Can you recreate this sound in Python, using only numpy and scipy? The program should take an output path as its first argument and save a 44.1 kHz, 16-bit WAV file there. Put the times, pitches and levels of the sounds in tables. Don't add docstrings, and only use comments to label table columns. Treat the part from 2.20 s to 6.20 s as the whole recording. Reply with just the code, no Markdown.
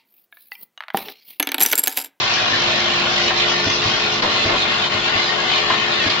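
import sys
import numpy as np
from scipy import signal
from scipy.fft import rfft, irfft, next_fast_len
from scipy.io import wavfile
from scipy.ndimage import map_coordinates

SR = 44100
rng = np.random.default_rng(int(sys.argv[2]) if len(sys.argv) > 2 else 0)


def master(y):
    cut = np.clip(np.atleast_2d(y).T, -1, 1)
    pcm = np.round(cut * 32767)
    wavfile.write(sys.argv[1], SR, pcm.astype(np.int16))


N = 176400
T = np.arange(N) / SR
MAINS_HZ = 50


# (time [s], depth [dB], half-width [s])
RATTLE_DIPS = [(1.125, 2, .02), (1.492, 3, .006), (2.015, 7, .009), (2.695, 5.5, .018), (2.825, 2.5, .012),
               (3.893, 3.5, .005)]
def rattle():
    din = shifting_colour(rail() + bowl(), span_hz=62, span_s=.08)
    dip_db = sum(depth * np.exp(-((T - s) / width) ** 2) for s, depth, width in RATTLE_DIPS)
    return din * amp(-dip_db)


# (frequency [Hz], bandwidth [Hz], relative level [dB])
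BOWL_MODES = [(2347, 30, -2), (2476, 16, 2), (2530, 26, 3), (2707, 28, 3), (2917, 22, 1), (2965, 20, 1),
              (3125, 28, 4), (3235, 28, 0), (3385, 24, -2), (3460, 26, 4), (3612, 20, 1), (3757, 24, 4),
              (4095, 26, 2), (4205, 26, 0), (4320, 26, -5), (4839, 30, -9)]
# (frequency [Hz], relative density [dB])
CLATTER_SPECTRUM = [(300, -18.5), (560, -17.5), (900, 1.5), (1150, 5.5), (1330, 0), (1650, 0.5), (2250, -4),
                    (2900, 4.5), (3400, 2), (4200, 0), (4700, -2.5), (5600, -11.5), (6500, -26),
                    (7600, -46.5)]
# (frequency [Hz], left minus right [dB])
BOWL_BAND_BALANCE = [(500, 5), (1500, 1.5), (2100, 0), (2500, 3), (3400, 1), (4000, -4.5), (4500, 2.5),
                     (5300, -8.5), (6100, 11.5), (7000, -3)]
# (time [s], level [dB])
BOWL_ENVELOPE = [(0.0, -22.5), (0.33, -23), (1.09, -22.5), (1.12, -24), (1.24, -22.5), (1.6, -25.5),
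                 (1.69, -23.5), (1.92, -24), (2.65, -22.5), (2.7, -21.5), (2.73, -23), (2.94, -24),
                 (2.96, -20.5), (3.05, -24), (3.42, -22), (3.5, -23.5), (3.99, -23.5), (4.0, -21)]
# (time [s], left minus right [dB])
BOWL_BALANCE = [(0, 0.5), (.5, -1), (1.3, -1.5), (1.8, 0.5), (2.25, -2), (2.6, 0.5), (4, 0.5)]
def bowl():
    ring = stereo_field(landings(surge_db=1.55), resonances(BOWL_MODES))
    clatter = stereo_field(landings(surge_db=.56), lambda hz: amp(along(CLATTER_SPECTRUM, hz)))
    mix = ring * amp(-.16) + clatter * amp(.97) + jingle() * amp(-4.5)
    placed = filtered(mix, lambda hz: pan(along(BOWL_BAND_BALANCE, hz)))
    return placed * amp(curve(BOWL_ENVELOPE)) * pan(curve(BOWL_BALANCE))


# (frequency [Hz], bandwidth [Hz], relative level [dB])
RAIL_MODES = [(597, 10, 0), (638, 20, 4), (705, 11, 4), (752, 26, 4), (899, 9, 0), (1095, 34, 2),
              (1394, 13, 4), (1442, 22, 2), (1485, 10, 0), (1695, 11, 0), (1786, 14, 5), (1840, 14, 7),
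              (2020, 20, 4.5), (2072, 18, 1), (2137, 15, 1.5)]
# (time [s], level [dB])
RAIL_ENVELOPE = [(0, -26), (.4, -24), (1.0, -24), (1.35, -24), (1.52, -26), (1.75, -24.5), (1.96, -27),
                 (2.06, -24), (2.37, -23), (2.45, -25), (3.0, -23.5), (3.4, -23.5), (4, -24.5)]
# (time [s], left minus right [dB])
RAIL_BALANCE = [(0, 6), (1.9, 5), (2.5, 15.5), (4, 14)]
def rail():
    ring = stereo_field(landings(surge_db=.55), resonances(RAIL_MODES))
    return ring * pan(curve(RAIL_BALANCE)) * amp(curve(RAIL_ENVELOPE))


def landings(surge_db, base_per_s=5000, bunching=.26, delay_s=.0022, spread_db=2.5):
    rate = base_per_s * np.exp(bunching * np.cos(2 * np.pi * MAINS_HZ * (T - delay_s)))
    size = rng.choice([-1, 1], (2, N)) * amp(spread_db * rng.standard_normal((2, N)))
    hits = rng.random((2, N)) < rate / SR
    return hits * size * amp(surge_db * wobble(21.9))


def jingle(count=600, low_hz=1362, high_hz=4257, t60=.16):
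    t = np.arange(SR // 6) / SR
    out = np.zeros((2, N + SR))
    for when, side, pitch, size in rng.random((count, 4)):
        hz = low_hz + (high_hz - low_hz) * pitch
        channel_phase = np.array([[0], [2 * np.pi * side]])
        ring = np.sin(2 * np.pi * hz * t + channel_phase) * amp(-60 * t / t60)
        start = int(when * N)
        out[:, start:start + len(t)] += size ** 2 * ring
    return unit(out[:, :N])


# (frequency [Hz], scale of the swings [dB])
COLOUR_DEPTH = [(900, .8), (1400, 2.3), (3500, 2.3), (4100, 3), (5200, 1.2)]
def shifting_colour(x, span_hz, span_s):
    hz, t, bands = signal.stft(x, SR, nperseg=1024, noverlap=768)
    grid = np.meshgrid(hz / span_hz, t / span_s, indexing="ij")
    field = map_coordinates(rng.standard_normal((400, 200)), grid, mode="wrap")
    swing = field - np.minimum(field, 0) ** 2
    gain = amp(along(COLOUR_DEPTH, hz)[:, None] * swing)
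    gain = gain / np.sqrt(np.mean(gain ** 2, axis=1, keepdims=True))
    return signal.istft(bands * gain, nperseg=1024, noverlap=768)[1][:, :N]


# (time [s], relative level [dB], tilt of the ring [dB/octave])
STROKES = [(.32, -25, 0), (1.06, -24, 0), (1.463, -15.5, 1.5), (1.657, -19, -2), (2.07, -24, -1),
           (2.256, -14.5, 1.5), (2.742, -26, -1), (2.955, -21, 1.5), (3.862, -17, 1.5)]
# (frequency [Hz], relative density [dB])
THUD_SPECTRUM = [(35, -27.5), (70, -19), (105, -6.5), (180, -24), (280, 0), (400, -14.5), (680, -9.5),
                 (1200, -36), (4000, -58.5)]
# (frequency [Hz], relative level [dB], t60 [s])
BENCH_MODES = [(103, 0, .13), (150, -7, .08), (225, -5, .08), (305, -5, .08), (660, -9, .13)]
def cylinder_thumps(attack_s=.003):
    thud = amp(-6) * noise(THUD_SPECTRUM)
    out = np.zeros((2, N))
    for start, db, tilt in STROKES:
        ring = amp(-1) * strike(BENCH_MODES, start, tilt, attack_s)
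        out += amp(db) * (thud * burst(start, attack_s, t60=.16) + ring)
    return out


# (time [s], chatter level [dB], ring level [dB], hold [s], tilt [dB/octave])
SLIDE_BLOWS = [(1.104, -19, -17, .006, 2.5), (2.023, -19.5, -28, .034, -3.5), (2.29, -22.5, -28, .07, -6),
               (3.502, -18.5, -12, .01, 0), (3.535, -22, -22, .008, -1)]
# (frequency [Hz], relative density [dB])
CHATTER_SPECTRUM = [(150, -22), (330, -7), (480, -7), (680, -2), (880, -5), (1040, 4), (1180, -2),
                    (1350, 0), (2000, -5), (3200, -14), (7000, -32)]
# (frequency [Hz], relative level [dB], t60 [s])
SLIDE_MODES = [(335, -12, .1), (660, -11, .1), (1015, -2, .11), (1052, 0, .13), (1175, -8, .14),
               (1330, -7, .16), (1630, -6, .08), (1830, -9, .08), (2075, -9, .12)]
def slide_clacks():
    out = np.zeros((2, N))
    for start, chatter_db, ring_db, hold, tilt in SLIDE_BLOWS:
        chatter = noise(CHATTER_SPECTRUM, tilt) * burst(start, attack_s=.001, t60=.11, hold_s=hold)
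        out += amp(chatter_db) * chatter + amp(ring_db) * strike(SLIDE_MODES, start, tilt)
    return out * pan(balance_db=3)


# (time [s], level [dB])
AIR_RELEASES = [(2.022, -17), (2.285, -23), (3.868, -24), (3.899, -18)]
# (frequency [Hz], relative density [dB])
AIR_SPECTRUM = [(700, -31), (1500, -1), (2100, 15.5), (3000, 5), (5000, 14), (6400, -9), (7600, -22)]
def valve_puffs():
    envelope = sum(amp(db) * burst(start, attack_s=.0005, t60=.11) for start, db in AIR_RELEASES)
    return noise(AIR_SPECTRUM) * envelope


# (frequency [Hz], relative level [dB], t60 [s])
STOP_MODES = [(2080, 0, .12), (4775, -3, .04), (5060, -4, .05), (5600, -5, .025), (6056, -4, .05),
              (6200, 0, .05), (6520, -7, .03)]
def stop_tink():
    return amp(-17) * strike(STOP_MODES, start=1.499)


# (time [s], level [dB])
TRACK_KNOCKS = [(3.068, -23), (3.312, -30)]
def track_pings(hz=4840, t60=.14):
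    rings = sum(amp(db) * strike([(hz, 0, t60)], start) for start, db in TRACK_KNOCKS)
    return rings * pan(balance_db=-14)


# (frequency [Hz], relative density [dB])
SIZZLE_SPECTRUM = [(2500, -48), (4300, 9), (5100, 11), (5750, 11.5), (6100, 1.5), (6500, 4.5),
                   (7100, -23.5), (7600, -24)]
# (time [s], relative level [dB])
SIZZLE_ENVELOPE = [(0, -27), (.45, -29.5), (.7, -32.5), (1.15, -29.5), (1.4, -28), (1.85, -27.5),
                   (2.0, -36), (2.27, -33), (2.4, -41), (2.85, -64.5), (3.05, -27), (3.2, -45),
                   (3.7, -45.5), (4, -39.5)]
# (time [s], left minus right [dB])
SIZZLE_BALANCE = [(0, 15), (1.05, 20), (1.4, 4.5), (1.8, 5.5), (2.1, -6), (2.5, -1), (4, -4)]
def track_sizzle():
    sizzle = stereo_field(landings(surge_db=3), lambda hz: amp(along(SIZZLE_SPECTRUM, hz)))
    return sizzle * pan(curve(SIZZLE_BALANCE)) * amp(curve(SIZZLE_ENVELOPE) - 1)


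# (multiple of the mains [1], relative level [dB], left minus right [dB])
HUM_HARMONICS = [(1, -49.5, 1.5), (2, -50.5, -7.8), (3, -40.5, 0.5), (4, -39.5, 1), (5, -46, 5.5),
                 (7, -32.5, 2.5), (10, -41, 9.5), (12, -52, 4.5)]
# (time [s], gain [dB])
HUM_ENVELOPE = [(0, -6), (.25, -4), (.4, -.5), (1.25, 3.5), (1.8, 0), (2.5, -2.5), (3.3, -.5), (4, -1.5)]
# (time [s], level [dB])
BOUNCE_ENVELOPE = [(0, -41), (.7, -45.5), (1.3, -32.5), (2.2, -34), (2.9, -36), (3.3, -32.5), (4, -35)]
def feeder_hum(wavers_per_s=14):
    def partial(multiple, db, balance_db, waver_db):
        gain = pan(balance_db) * amp(db + waver_db * wobble(wavers_per_s))
        return gain * np.sin(2 * np.pi * (multiple * MAINS_HZ * T + rng.random()))

    harmonics = sum(partial(k, db, balance, waver_db=1.3) for k, db, balance in HUM_HARMONICS)
    bounce = partial(8.5, curve(BOUNCE_ENVELOPE), balance_db=7, waver_db=2)
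    return harmonics * amp(curve(HUM_ENVELOPE)) + bounce


# (frequency [Hz], relative density [dB])
RUMBLE_SPECTRUM = [(20, -24), (45, -9), (70, -12.5), (110, 1), (175, -8.5), (220, 2.5), (310, -5),
                   (450, -5), (700, -4), (1100, -10), (2500, -54.5)]
# (time [s], level [dB])
RUMBLE_ENVELOPE = [(0, -32.5), (1.3, -34.5), (1.65, -30.5), (1.92, -32), (2.15, -30), (2.5, -33.5),
                   (3.1, -36), (4, -33.5)]
def rumble(waver_db=.8):
    return noise(RUMBLE_SPECTRUM) * amp(curve(RUMBLE_ENVELOPE) + waver_db * wobble(2.5))


# (frequency [Hz], correlation before clipping to -1..1 [1])
ROOM_CORRELATION = [(100, 6.8), (250, 4), (500, 0.3), (1000, 0.3), (1500, 0.12), (2600, -0.1), (3300, 0.1),
                    (3900, 0.16), (7000, -0.34)]
def stereo_field(pair, response):
    def mid_side_response(hz):
        angle = np.arccos(np.clip(along(ROOM_CORRELATION, hz), -1, 1)) / 2
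        return response(hz) * np.array([np.cos(angle), np.sin(angle)])

    mid, side = filtered(pair, mid_side_response)
    return unit(np.array([mid + side, mid - side]))


def noise(spectrum, tilt_db=0):
    white = rng.standard_normal((2, N))
    return stereo_field(white, lambda hz: amp(along(spectrum, hz) + tilt_db * np.log2(1 + hz / 100)))


def resonances(modes):
    return lambda hz: sum(amp(db) * 1j * hz * width / (centre ** 2 - hz ** 2 + 1j * hz * width)
                          for centre, width, db in modes)


def strike(modes, start, tilt_db=0, attack_s=.001):
    t = np.maximum(T - start, 0)
    gains = amp([db + tilt_db * np.log2(hz) for hz, db, t60 in modes])
    ring = sum(gain * np.sin(2 * np.pi * hz * t) * burst(start, attack_s, t60)
               for gain, (hz, db, t60) in zip(gains, modes))
    return ring / np.sqrt(np.sum(gains ** 2) / 2)


def burst(start, attack_s, t60, hold_s=0):
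    t = np.maximum(T - start, 0)
    return (1 - np.exp(-t / attack_s)) * amp(-60 * np.maximum(t - hold_s, 0) / t60)


def filtered(x, response):
    size = next_fast_len(N + SR // 2)
    return irfft(rfft(x, size) * response(np.fft.rfftfreq(size, 1 / SR)), size)[..., :N]


def pan(balance_db):
    gains = amp(np.array([[.5], [-.5]]) * balance_db)
    return gains / np.sqrt(np.mean(gains ** 2, axis=0))


def wobble(knots_per_s):
    return map_coordinates(rng.standard_normal(800), [T * knots_per_s], mode="wrap")


def along(points, hz):
    knots_hz, values = np.transpose(points)
    return np.interp(np.log(hz + 1), np.log(knots_hz + 1), values)


def curve(points):
    return np.interp(T, *np.transpose(points))


def amp(db):
    return 10 ** (np.asarray(db) / 20)


def unit(x):
    return x / np.sqrt(np.mean(x ** 2) + 1e-20)


def scene():
    continuous = rattle() + track_sizzle() + feeder_hum() + rumble()
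    return continuous + cylinder_thumps() + slide_clacks() + valve_puffs() + stop_tink() + track_pings()


def record(dry):
    ceiling, cutoff_hz, slope_width_hz = .75, 7480, 200
    soft = dry / (1 + (dry / ceiling) ** 6) ** (1 / 6)
    return filtered(soft, lambda hz: np.clip((cutoff_hz - hz) / slope_width_hz + .5, 0, 1))


dry = scene()
out = record(dry)
master(out)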